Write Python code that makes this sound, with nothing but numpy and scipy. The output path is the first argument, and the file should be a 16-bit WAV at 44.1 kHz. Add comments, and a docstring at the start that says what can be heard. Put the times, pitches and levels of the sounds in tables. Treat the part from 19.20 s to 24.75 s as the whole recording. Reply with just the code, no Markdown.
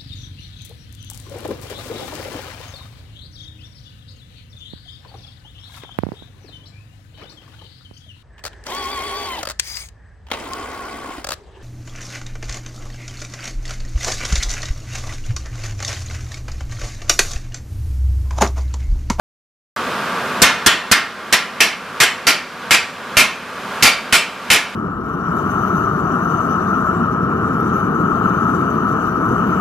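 """Hammer on a cut steel plate

A hammer knocks twelve times on a freshly cut steel plate lying on a cutting table's slats, in a workshop.
Each blow is a low thump and bright overload splatter of filtered noise, over a clang of noise coloured
by the plate's modes; the first three blows overload most, with heavy thump and splatter.
The cutting machine runs steadily behind: shaped fan noise and a stack of wavering motor tones.
Overloaded microphones flatten the blows, and a gain control pushes the hum down between them."""
import sys
import numpy as np
from scipy import signal
from scipy.fft import rfft, irfft
from scipy.io import wavfile
from scipy.ndimage import uniform_filter1d

SR = 44100
rng = np.random.default_rng(int(sys.argv[2]) if len(sys.argv) > 2 else 0)


def persist_wave(psi):
    """Save psi, clipped to +-1, as 16-bit WAV."""
    counts = np.round(np.clip(psi, -1, 1) * 32767).astype(np.int16)
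    wavfile.write(sys.argv[1], SR, np.atleast_2d(counts).T)


N = 244755  # length in samples

# hammer blows, with the two mode clusters each struck spot favours:
# t/s, relative force level/dB, chatter duration/s, clang f/Hz, ping f/Hz
BLOWS = [ (1.2184, -2, 0.021, 3660, 6330), (1.4620, -.5, .014, 3300, 7140), (1.7143, 1.5, 0.01, 1800, 4800),
         (2.1255, -2, 0.01, 1930, 5470), (2.4043, -1.5, 0.02, 2460, 5730), (2.8019, -1, .026, 2020, 7500),
         (3.0686, -1, 0.025, 2320, 4730), (3.508, 0, 0.025, 2400, 7560), (3.9688, 0.5, 0.03, 2530, 10200),
         (4.6249, -2.5, 0.047, 2330, 4720), (4.9252, -1, 0.028, 2360, 7900), (5.302, -2, 0.04, 2370, 9900)]
# the plate's strongest single modes: f/Hz, lift in level/dB
PLATE_MODES = [(676, 5.5), (1375, 6.5), (1739, 8), (1850, 7.5), (2128, 11), (2210, 5.5), (2401, 2.5),
               (2471, 8), (2705, 10), (3039, 10.5), (3141, 3.5), (3494, 4), (3673, 2), (4309, 4), (4683, 5),
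               (4885, 3), (5607, 11), (5752, 4.5), (7418, 5), (10282, 14)]
# spectrum of the plate's crowd of overlapping modes: f/Hz, relative level/dB
CLANG_SPECTRUM = [(30, -25), (100, -19.5), (220, -6.5), (400, -7.5), (800, -6), (1300, -3), (2300, -0.5),
                  (3600, -2.5), (4900, -4.5), (6500, -8), (8000, -9), (10500, -12), (14500, -14.5)]
# decay of plate and hall together, before the ring factor: f/Hz, t60/s
RING_T60 = [(80, 0.8), (300, 0.44), (1000, 0.5), (2300, 0.42), (5000, 0.33), (8000, 0.27), (14000, 0.18)]
# stereo likeness of clang and splatter: f/Hz, left-right correlation (no unit)
CLANG_LIKENESS = [(100, 0.99), (600, 0.98), (1300, 0.97), (2500, 0.95), (5000, 0.79), (8000, 0.41),
                  (14000, 0.13)]
# low thump of a blow, spectrum: f/Hz, relative level/dB
THUMP_SPECTRUM = [(20, -13), (80, 0.5), (220, -0.5), (350, -5.5), (700, -14.5), (2000, -46), (14000, -90)]
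# low thump of a blow, stereo likeness: f/Hz, left-right correlation (no unit)
THUMP_LIKENESS = [(30, 0.5), (300, 0.75)]
# bright splatter of the overload at the start of a blow, spectrum: f/Hz, relative level/dB
SPLATTER_SPECTRUM = [(100, -38), (1500, -33), (5000, 7), (9000, 2), (14500, -8)]
# the machine's fans, spectrum: f/Hz, relative level/dB
FAN_SPECTRUM = [(30, -34), (75, -16.5), (120, -13), (200, -2.5), (310, -10), (470, -4.5), (850, -8),
                (1150, -2), (1600, -4.5), (1800, -10), (3300, -15.5), (4400, -20.5), (7500, -28.5),
                (14500, -34.5)]
# the machine's fans, stereo likeness: f/Hz, left-right correlation (no unit)
FAN_LIKENESS = [(100, 0.98), (700, 1), (1400, 0.96), (3000, 0.87), (6700, 0.52), (14000, 0.084)]
# the machine's motor tones: centre f/Hz, rms level/dB before the common trim
MOTOR_TONES = [(97, -50.5), (209, -46), (246, -37.5), (377, -43.5), (912, -37.5), (1158, -31.5),
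               (1373, -37), (1453, -37.5), (1620, -37), (2476, -43.5), (4990, -52), (7176, -57)]

# the blows change from early to late character: midpoint and gradualness of the change
CHANGE_AT_S, CHANGE_WIDTH_S = 1.8, 0.11
# (early, late) pairs: the first three blows overload most, with heavy thump and splatter; later blows
# carry far less, with less body, more treble, more lift of the favoured clusters and a shorter ring
THUMP_DB, SPLATTER_DB = (2, -14), (-0.5, -14.5)
LIFT_DB, BODY_DB, TREBLE_DB = (5.5, 7.5), (5.5, 2), (-5.5, -0.5)
RING_FACTOR = (0.92, 0.83)  # multiplies t60


def hammer(level_db=3.0, rise_s=0.00023, first_db=3, first_s=0.0023):
    """A hard onset starts each blow and the plate rings on; later blows carry less thump and splatter."""
    t = np.arange(2 ** 15) / SR
    hz = np.fft.rfftfreq(len(t), 1 / SR)
    out = np.zeros((2, N))
    # a very fast rise, with a short boost on the first instant
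    attack = (1 - np.exp(-t / rise_s)) * gain_of(first_db * np.exp(-t / first_s))
    pairs = (THUMP_DB, SPLATTER_DB, LIFT_DB, BODY_DB, TREBLE_DB, RING_FACTOR)
    for start_s, force_db, chatter_s, clang_hz, ping_hz in BLOWS:
        lateness = 1 / (1 + np.exp((CHANGE_AT_S - start_s) / CHANGE_WIDTH_S))
        thump_db, splatter_db, lift_db, body_db, treble_db, ring = (
            early + (late - early) * lateness for early, late in pairs)
        spot_db = spot_colour(hz, body_db, treble_db, lift_db, clang_hz, ping_hz)
        ringing = crowded_modes(t, read(CLANG_SPECTRUM, hz) + spot_db, ring, chatter_s)
        clang = gain_of(level_db + force_db) * ringing * clatter(t, chatter_s)
        onset = thump_and_splatter(t, chatter_s, thump_db, splatter_db)
        add(out, start_s, attack * (clang + onset))
    return out


def thump_and_splatter(t, chatter_s, thump_db, splatter_db, bounce_s=0.006, decay_s=0.034):
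    """The start of a blow: a low thump and the overload's bright splatter, both noise cut short."""
    hz = np.fft.rfftfreq(len(t), 1 / SR)
    thump = noise_pair(read(THUMP_SPECTRUM, hz), hz, THUMP_LIKENESS)
    splatter = noise_pair(read(SPLATTER_SPECTRUM, hz), hz, CLANG_LIKENESS)
    splatter = splatter * (0.5 + np.exp(-t / decay_s)) * clatter(t, chatter_s, kick=2.9)
    cutoff = 1 / (1 + (t / (bounce_s + chatter_s / 2)) ** 5)
    return (gain_of(thump_db) * thump + gain_of(splatter_db) * splatter) * cutoff


def clatter(t, chatter_s, kick=0.8, kick_s=0.0047, lasts=1.7):
    """The plate slaps its slats seven times after the blow; each slap is a brief surge in level."""
    when, size = rng.random((2, 7, 1))  # both 0..1
    age = t - when * lasts * chatter_s
    surges = size * (age > 0) * np.exp(-abs(age) / kick_s)
    return 1 + kick * surges.sum(0)


def crowded_modes(t, db, ring, chatter_s, hall_db=-18, hall_longer=2.68):
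    """Modes too close to tell apart: held while the plate chatters, then dying by band into the hall's tail."""
    hz = np.fft.rfftfreq(len(t), 1 / SR)
    bins, age, z = signal.stft(noise_pair(db, hz, CLANG_LIKENESS), SR, nperseg=256)
    t60 = ring * read(RING_T60, bins)[:, None]
    fall = np.log(1000) * np.maximum(age - chatter_s, 0) / t60
    plate = np.exp(-fall)
    hall = gain_of(hall_db) * np.exp(-fall / hall_longer)
    z = z * np.hypot(plate, hall)  # powers add
    return signal.istft(z, SR, nperseg=256)[1][:, :len(t)]


def spot_colour(hz, body_db, treble_db, lift_db, clang_hz, ping_hz,
                body_hz=1150, treble_hz=6000, uneven_db=1.5, cluster_hz=200, ping_share=0.98):
    """The struck spot favours two clusters of modes and, by chance, lifts or starves patches of others."""
    patches = uniform_filter1d(rng.standard_normal(len(hz)), size=45)
    patches = evened(uniform_filter1d(patches, size=30))
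    high = hz ** 2 / (hz ** 2 + treble_hz ** 2)
    body = np.exp(-2 * np.log2((hz + 1) / body_hz) ** 2)
    clang = lift_db / (1 + ((hz - clang_hz) / cluster_hz) ** 2)
    ping = ping_share * lift_db / (1 + ((hz - ping_hz) / cluster_hz) ** 2)
    # a lone mode stands out less where its whole cluster rings
    peaks = np.maximum(clang + ping, mode_peaks(hz))
    return peaks + body_db * body + treble_db * high + uneven_db * (1 + high) * patches


def mode_peaks(hz, width_hz=14):
    """Narrow resonances of the plate, the same for every blow."""
    return sum(db / (1 + ((hz - f) / width_hz) ** 2) for f, db in PLATE_MODES)


def machine(fan_db=-22.5, tones_db=-2, waver_hz=4, flutter=0.18):
    """Fans make broad noise; motors add sines that wander slightly in pitch and level."""
    hz = np.fft.rfftfreq(2 * N, 1 / SR)
    fan = gain_of(fan_db) * noise_pair(read(FAN_SPECTRUM, hz), hz, FAN_LIKENESS)[:, :N]
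    tones = np.zeros(N)
    for f, db in MOTOR_TONES:
        level = gain_of(db) * (1 + flutter * drift(count=N, rate_hz=15.0))
        pitch_hz = f + waver_hz * drift(count=N, rate_hz=8.67)
        tones += level * np.sin(2 * np.pi * np.cumsum(pitch_hz) / SR)
    return fan + gain_of(tones_db) * np.sqrt(2) * tones  # sqrt(2): rms to peak


def noise_pair(db, hz, likeness):
    """Stereo noise of rms 1 with the spectrum db; likeness sets how alike left and right are by frequency."""
    a, b = rng.standard_normal((2, len(hz))) + 1j * rng.standard_normal((2, len(hz)))
    same = np.clip(read(likeness, hz), -1, 1)
    mid = a * np.sqrt(1 + same)
    side = b * np.sqrt(1 - same)
    return evened(irfft(np.array([mid + side, mid - side]) * gain_of(db)))


def drift(count, rate_hz):
    """Slow random wander of rms 1: white noise through a Gaussian low-pass."""
    hz = np.fft.rfftfreq(2 * count, 1 / SR)
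    spectrum = rfft(rng.standard_normal(2 * count)) * np.exp(-(hz / rate_hz) ** 2)
    return evened(irfft(spectrum)[:count])


def gain_of(db):
    """Decibels to amplitude."""
    return 10 ** (np.asarray(db) / 20)


def evened(x):
    """Scales to rms 1."""
    return x / np.sqrt(np.mean(x ** 2) + 1e-20)


def read(points, hz):
    """Reads a table on a log-frequency axis."""
    f, value = np.transpose(points)
    return np.interp(np.log(hz + 1), np.log(f + 1), value)


def add(mix, start_s, sound):
    """Mixes a stereo sound in at start_s, trimmed to the end of the mix."""
    part = mix[:, round(start_s * SR):][:, :sound.shape[1]]
    part += sound[:, :part.shape[1]]


def scene():
    """Hammer and machine, a little to the right."""
    return (hammer() + machine()) * gain_of([[-0.3], [0.3]])


def gain_control(x, limit_db=-10, attack_s=0.081, hold_s=0.18, recover_db_per_s=20, size=64):
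    """Turns the gain down while the output is too loud, waits, and lets it creep back up."""
    power = uniform_filter1d((x ** 2).mean(0), 2 * size)[::size]
    level_db = 10 * np.log10(abs(power) + 1e-12)
    step_s = size / SR
    cut_db, quiet_s, cuts = 0, 0, []
    for db in level_db:
        over_db = db - cut_db - limit_db
        quiet_s = 0 if over_db > 0 else quiet_s + step_s
        if over_db > 0:
            cut_db += over_db * min(step_s / attack_s, 1)
        elif quiet_s > hold_s:
            cut_db = max(cut_db - recover_db_per_s * step_s, 0)
        cuts.append(cut_db)
    return x * gain_of(-np.interp(np.arange(N), np.arange(len(cuts)) * size, cuts))


def record(dry, ceiling=0.71, knee=2.8, start_s=0.5635, edge_hz=14400):
    """Gain control, soft overload, phase shift and a treble limit; silence until the microphones open."""
    drive = gain_control(dry) / ceiling
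    wave = ceiling * drive / (1 + abs(drive) ** knee) ** (1 / knee)
    # an all-pass phase shift turns the flattened crests ragged again
    wave = signal.lfilter([-0.2, 1], [1, -0.2], wave)
    wave = np.clip(wave, -1, 1) * (np.arange(N) / SR > start_s)
    low_pass = signal.firwin(511, edge_hz, window=("kaiser", 9), fs=SR)
    return signal.oaconvolve(wave, low_pass[None], "same")


dry = scene()
out = record(dry)
persist_wave(out)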